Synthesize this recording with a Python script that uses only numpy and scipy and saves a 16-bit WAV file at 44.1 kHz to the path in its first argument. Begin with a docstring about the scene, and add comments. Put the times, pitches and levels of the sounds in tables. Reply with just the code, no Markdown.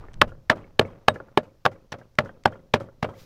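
"""Hammering a bag on boards.

Outdoors, a hammer pounds a cloth bag of hard pieces on stacked wooden boards, eleven times.
Each blow rings the boards and crunches the contents; the boards slap back and shudder,
the rocky ground echoes and loose pieces settle. Light wind brushes the microphone,
and the cloth rustles at the end."""
import sys
import numpy as np
from scipy import signal
from scipy.fft import rfft, irfft, next_fast_len
from scipy.io import wavfile

SR = 44100
rng = np.random.default_rng(int(sys.argv[2]) if len(sys.argv) > 2 else 0)


def generate_wav(sig):
    """Save sig (samples, or channels by samples) to the path in sys.argv[1] as 16-bit PCM at SR."""
    pcm = np.round(np.clip(np.atleast_2d(sig).T, -1, 1) * 32767).astype(np.int16)
    wavfile.write(sys.argv[1], SR, pcm)


N = 143325
TIME_S = np.arange(N) / SR


def from_db(db):
    """Decibels to gain."""
    return 10 ** (np.asarray(db) / 20)


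def unit_rms(x):
    """Scale to rms 1."""
    return x / np.sqrt(np.mean(x ** 2) + 1e-20)


def envelope(points):
    """Gain over time from t/s, level/dB points."""
    return from_db(np.interp(TIME_S, *np.transpose(points)))


def noise(spectrum, grain_db=0):
    """Shaped noise, rms 1; grain_db roughens it into a crackle."""
    hz, db = np.transpose(spectrum)
    white = rng.standard_normal(N)
    grains = np.repeat(rng.standard_normal(N // 16 + 1), 16)[:N].clip(-2, 2)
    size = next_fast_len(N)
    bins_hz = np.arange(size // 2 + 1) * SR / size
    gain = from_db(np.interp(np.log(bins_hz + 1), np.log(hz), db))
    return unit_rms(irfft(rfft(white * from_db(grain_db * grains), size) * gain, size)[:N])


def burst(start_s, attack_s, decay_s):
    """Linear attack, exponential decay."""
    age_s = TIME_S - start_s
    return np.clip(age_s / attack_s, 0, 1) * np.exp(-np.clip((age_s - attack_s) / decay_s, 0, 40))


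def clicks(times_s, levels_db):
    """One impulse at each time."""
    out = np.zeros(N)
    samples = (np.atleast_1d(times_s) * SR).astype(int)
    np.add.at(out, samples.clip(0, N - 1), from_db(levels_db))
    return out


def ring(drive, hz, t60_s):
    """One mode: a unit impulse starts a decaying unit sine."""
    radius = from_db(-60 / (t60_s * SR))
    angle = 2 * np.pi * hz / SR
    return signal.lfilter([0, np.sin(angle)], [1, -2 * radius * np.cos(angle), radius ** 2], drive + 1e-18)


def radiate(mode, hz, min_cut_hz=0):
    """High-pass: a mode radiates little far below its pitch."""
    return signal.sosfilt(signal.butter(2, max(min_cut_hz, 0.16 * hz), "high", fs=SR, output="sos"), mode)


# Hammer contacts, two blows double: t/s, thump/dB, body/dB, knock/dB, crack/dB, favoured f/Hz,
# boost/dB, clack f/Hz, clack/dB, crunch/dB, crunch rise/s, crunch decay/s
CONTACTS = [ (0.2157, -19.5, -3, -4.5, 11, 480, -38, 2580, -7.5, -9.5, 0.00072, 0.0028),
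            (0.2191, -1, -5, 1, -19.5, 1130, 9, 1443, -4, -18.5, 0.00048, 0.00084),
            (0.4994, -8, -5, 2.5, -2, 233, 9, 1754, 0.5, -16, 0.00059, 0.005),
            (0.7942, 1, -0.5, -7, -15.5, 410, 10.5, 3100, -9, -7, 0.00046, 0.0019),
            (1.083, -4.5, -5.5, 2.5, 4.5, 702, 9.5, 1546, -7.5, -8, 0.001, 0.0013),
            (1.3750, -10, 5.5, -6.5, 4, 410, 7, 844, -1.5, -20, 0.00072, 0.0041),
            (1.6540, -12.5, -4, -4, -7, 800, -5, 1900, -15.5, -16, .0005, 0.0014),
            (1.6622, -12.5, -3.5, 3, -14.5, 1160, 5.5, 1650, -11, -15, 0.00074, 0.00083),
            (1.9212, -16.5, -29, -21.5, -21.5, 550, 7.5, 5640, -30.5, -30, 0.0063, 0.0043),
            (2.1873, -2, -3.5, 0, -1.5, 640, 3, 2034, -7.5, -17, 0.00039, 0.0034),
            (2.4569, -0.5, -5, 1.5, -10, 822, 9.5, 1565, -6, -15.5, 0.00049, 0.0029),
            (2.7390, 0.5, 8, -7.5, 3.5, 870, 6.5, 2400, -10.5, -17, .0005, 0.0056),
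            (3.0275, -3.5, -12.5, -8, -27.5, 1100, -4, 1600, -32.5, -25, 0.00086, 0.0053)]
# Centres of thump, body, knock, crack: f/Hz
REGISTERS_HZ = (150, 450, 950, 2400)
# Modes of the loaded boards: f/Hz, level/dB, t60/s
BOARD_MODES = [(100, -22, 0.31), (140.4, -10, .045), (232, -16, 0.071), (415, -15.5, .03),
               (545, -30.5, .07), (611, -16.5, 0.078), (805, -14.5, 0.031), (885.5, -11.5, .025),
               (1130, -10, .022), (1348, -9, 0.015), (1693, -15, 0.036), (2400, -17, 0.0063),
               (3100, -11, 0.0045), (3590, -26, 0.013)]


def boards(max_lag_s=0.0015, favour_octaves=0.25, scatter_db=1.0):
    """Each contact drives the modes with its own balance and favours one pitch, by where it lands."""
    rows = np.array(CONTACTS)
    times_s, registers_db, favoured_hz, boost_db = rows[:, 0], rows[:, 1:5], rows[:, 5], rows[:, 6]
    out = 0
    for hz, db, t60_s in BOARD_MODES:
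        balance_db = np.array([np.interp(np.log(hz), np.log(REGISTERS_HZ), row) for row in registers_db])
        favour_db = boost_db * np.exp(-(np.log2(hz / favoured_hz) / favour_octaves) ** 2)
        drive_db = db + balance_db + favour_db + scatter_db * rng.standard_normal(len(rows))
        lag_s = min(max_lag_s, 0.5 / hz) * rng.random(len(rows))
        mode = ring(clicks(times_s + lag_s, drive_db), hz, t60_s)
        out += radiate(mode, hz, min_cut_hz=150)  # small boards: little deep bass
    return out


# Crushed pieces: f/Hz, level/dB
CRUNCH_SPECTRUM = [(200, -10), (600, -3.5), (1500, 1.5), (3200, -5.5), (5200, -12), (7500, -25.5),
                   (11000, -32.5), (16000, -36)]


def contents(cloth_lead_s=0.0037, cloth_db=-12):
    """The cloth squashes, then the piece under the hammer clacks and crunches."""
    grit = noise(CRUNCH_SPECTRUM, grain_db=3.5)
    out = 0
    for t_s, *_, hz, clack_db, crunch_db, rise_s, decay_s in CONTACTS:
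        clack = radiate(ring(clicks(t_s, clack_db), hz, t60_s=0.014), hz)
        squash = from_db(cloth_db) * burst(t_s - cloth_lead_s, 0.005, 0.0027)
        crunch = burst(t_s, rise_s, decay_s)
        out += clack + grit * from_db(crunch_db) * (squash + crunch)
    return out


# Blows that ring the head: t/s, level/dB
HEAD_STRIKES = [(.7935, -16), (1.0832, 3.5), (1.375, -13), (2.739, -24)]
# Head modes: f/Hz, level/dB, t60/s
HEAD_MODES = [(3763, -25, .052), (8270, -46, .07)]


def hammer_head():
    """The steel head rings briefly on some blows."""
    times_s, strike_db = np.transpose(HEAD_STRIKES)
    return sum(ring(clicks(times_s, strike_db + db), hz, t60_s) for hz, db, t60_s in HEAD_MODES)


# Board rebounds: t/s, slap/dB, shudder/dB, echo/dB
REBOUNDS = [(0.231, -24.5, -40, -46.5), (0.51, -13.5, -35.5, -46), (0.81, -20, -35, -49),
            (1.094, -23.5, -36, -44.5), (1.385, -25.5, -42.5, -50), (1.669, -24.5, -40, -48.5),
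            (1.939, -31.5, -45.5, -49.5), (2.201, -24, -35.5, -45), (2.472, -26.5, -37.5, -50.5),
            (2.755, -20, -35.5, -41.5), (3.043, -20.5, -33.5, -48.5)]
# Board on board: f/Hz, level/dB
SLAP_SPECTRUM = [(70, -25), (110, -21), (300, -4.5), (570, 8), (850, -4.5), (1400, -7), (3000, -20),
                 (6000, -38), (15000, -57.5)]


def slap(decay_s=0.0079):
    """The boards slap together after each blow."""
    gain = sum(from_db(db) * burst(t_s, 0.002, decay_s) for t_s, db, _, _ in REBOUNDS)
    return gain * noise(SLAP_SPECTRUM, grain_db=2)


HUM_HZ, HUM_T60_S = 539, 0.07
# Shuddering boards: f/Hz, level/dB
SHUDDER_SPECTRUM = [(40, -17.5), (108, 5), (170, 3.5), (320, -1.5), (560, -4), (800, -14.5), (1350, -18),
                    (2200, -34.5), (6000, -50), (15000, -60)]


def shudder(decay_s=0.067, hum_db=-5.5):
    """The boards rattle on, one mode humming."""
    gain = sum(from_db(db) * burst(t_s - 0.008, 0.012, decay_s) for t_s, _, db, _ in REBOUNDS)
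    hum = from_db(hum_db) * unit_rms(ring(rng.standard_normal(N), HUM_HZ, HUM_T60_S))
    return gain * (noise(SHUDDER_SPECTRUM, grain_db=9.5) + hum)


# Pieces dropping in the bag: t/s, level/dB, f/Hz, board knock/dB
DROPS = [(.039, -41, 1200, -54), (.084, -46, 1800, -58), (.319, -42, 1400, -50), (.528, -26, 1250, -32),
         (.642, -48, 2200, -54), (.851, -39, 2200, -46), (1.159, -33, 1700, -35), (1.201, -33, 1420, -39),
         (1.284, -50, 1420, -56), (1.718, -45, 1400, -50), (2.014, -46, 1600, -46), (2.258, -37, 1450, -39),
         (2.292, -37, 1560, -42), (2.524, -39, 1400, -41), (2.556, -44, 1400, -46), (2.806, -34, 1300, -26),
         (2.887, -48, 1400, -39), (3.089, -39, 1300, -39)]
# Modes of a piece: frequency ratio, level/dB
PIECE_MODES = [(.78, -7), (1, 0), (1.2, -9)]
# Grit of a drop: f/Hz, level/dB
DROP_SPECTRUM = [(150, 10.5), (550, 17), (850, 7), (1500, -6), (3000, -16.5), (6000, -27.5), (15000, -60.5)]


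def settling(muffle_hz=2600):
    """Gritty knocks, each ringing one piece and the board under it, muffled by the cloth."""
    grit = noise(DROP_SPECTRUM, grain_db=6.5)
    out = 0
    for t_s, db, hz, board_db in DROPS:
        out += from_db(db) * grit * burst(t_s, 0.0013, 0.007)
        out += ring(clicks(t_s, board_db), HUM_HZ, HUM_T60_S)
        for k, (ratio, mode_db) in enumerate(PIECE_MODES):
            out += (-1) ** k * ring(clicks(t_s, db + mode_db), hz * ratio, t60_s=0.036)
    return signal.sosfilt(signal.butter(2, muffle_hz, fs=SR, output="sos"), out)


def trickle(rate_per_s=360, spread_db=4, re_shudder_db=-18, decay_s=0.041):
    """Crumbs shift after each blow and come to rest."""
    gain = sum(from_db(db + re_shudder_db) * burst(t_s + 0.03, 0.035, decay_s)
               for t_s, _, db, _ in REBOUNDS)
    grains = (rng.random(N) < rate_per_s / SR) * rng.choice([-1, 1], N)
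    grains = grains * from_db(spread_db * rng.standard_normal(N).clip(-2, 2))
    pitches_hz = np.geomspace(900, 3200, 12)
    pitch_index = rng.integers(0, len(pitches_hz), N)
    crumbs = sum(ring(grains * (pitch_index == k) / hz, hz, t60_s=0.043) for k, hz in enumerate(pitches_hz))
    return gain * unit_rms(crumbs)


# Return from the rocks: f/Hz, level/dB
ECHO_SPECTRUM = [(150, 0.5), (550, 10.5), (900, -0.5), (2000, -9), (4000, -16.5), (6000, -17.5),
                 (9000, -27), (15000, -32.5)]


def rock_echo(delay_s=0.045, decay_s=0.023):
    """The rocky ground scatters each blow back as a noise burst."""
    gain = sum(from_db(db) * burst(t_s + delay_s, 0.002, decay_s) for t_s, _, _, db in REBOUNDS)
    return gain * noise(ECHO_SPECTRUM, grain_db=4.5)


# Fabric snapping taut: t/s, level/dB
SNAPS = [(.134, -50), (.141, -42), (2.154, -55), (2.437, -45)]
# Snap: f/Hz, level/dB
SNAP_SPECTRUM = [(700, -20), (1500, -3), (2400, 0), (4500, -3), (8000, -8), (11000, -25), (16000, -35)]
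# Bag shifting: t/s, level/dB
SHIFT_ENVELOPE = [(0, -49), (.15, -55.5), (.42, -73), (.58, -48), (.75, -69), (.9, -52), (1.05, -62.5),
                  (1.3, -59.5), (1.6, -82.5), (3.25, -77.5)]
# Shift: f/Hz, level/dB
SHIFT_SPECTRUM = [(150, 16), (500, 14.5), (1300, 6), (2500, -6), (6000, -22.5), (9000, -29), (15000, -41.5)]
# Fabric sliding: t/s, level/dB
RUSTLE_ENVELOPE = [(3.0, -75), (3.13, -72), (3.2, -54.5), (3.25, -59)]
# Rustle: f/Hz, level/dB
RUSTLE_SPECTRUM = [(400, 6), (1500, 5.5), (3000, 5), (5800, 5.5), (8500, -6), (15000, -2)]


def cloth():
    """A gloved hand shifts the bag and snaps it taut; the fabric slides at the end."""
    snaps = sum(from_db(db) * burst(t_s, 0.00024, 0.0013) for t_s, db in SNAPS) * noise(SNAP_SPECTRUM)
    shift = envelope(SHIFT_ENVELOPE) * noise(SHIFT_SPECTRUM, grain_db=9.5)
    rustle = envelope(RUSTLE_ENVELOPE) * noise(RUSTLE_SPECTRUM, grain_db=-1)
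    return snaps + shift + rustle


# Gusts: t/s, level/dB
WIND_ENVELOPE = [(0, -43.5), (.12, -45), (.21, -32), (.3, -40), (.45, -54), (.65, -51), (.78, -51.5),
                 (1.0, -56.5), (1.3, -60.5), (3.25, -57)]
# Wind rumble: f/Hz, level/dB
WIND_SPECTRUM = [(20, 4), (60, -6.5), (120, -4), (250, -25.5), (600, -44.5), (2000, -71.5)]
# Still air: f/Hz, level/dB
AIR_SPECTRUM = [(20, 2), (100, 0.5), (500, -10), (1000, -15.5), (2000, -26), (3200, -37.5), (6000, -39),
                (10000, -50.5), (15000, -59.5)]


def outdoors(air_db=-69):
    """Still air, and gusts on the microphone."""
    return from_db(air_db) * noise(AIR_SPECTRUM) + envelope(WIND_ENVELOPE) * noise(WIND_SPECTRUM)


def scene():
    """All sources at one close microphone."""
    blows = boards() + contents() + hammer_head()
    aftermath = slap() + shudder() + settling() + trickle() + rock_echo()
    return (blows + aftermath + cloth() + outdoors())[None]


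def record(dry):
    """Soft overload on the hardest peaks, then a steep low-pass."""
    ceiling, stopband_hz = 1.03, 16600
    clipped = dry / (1 + (dry / ceiling) ** 8) ** (1 / 8)
    return signal.sosfilt(signal.cheby2(12, 60, stopband_hz, fs=SR, output="sos"), clipped)


dry = scene()
out = record(dry)
generate_wav(out)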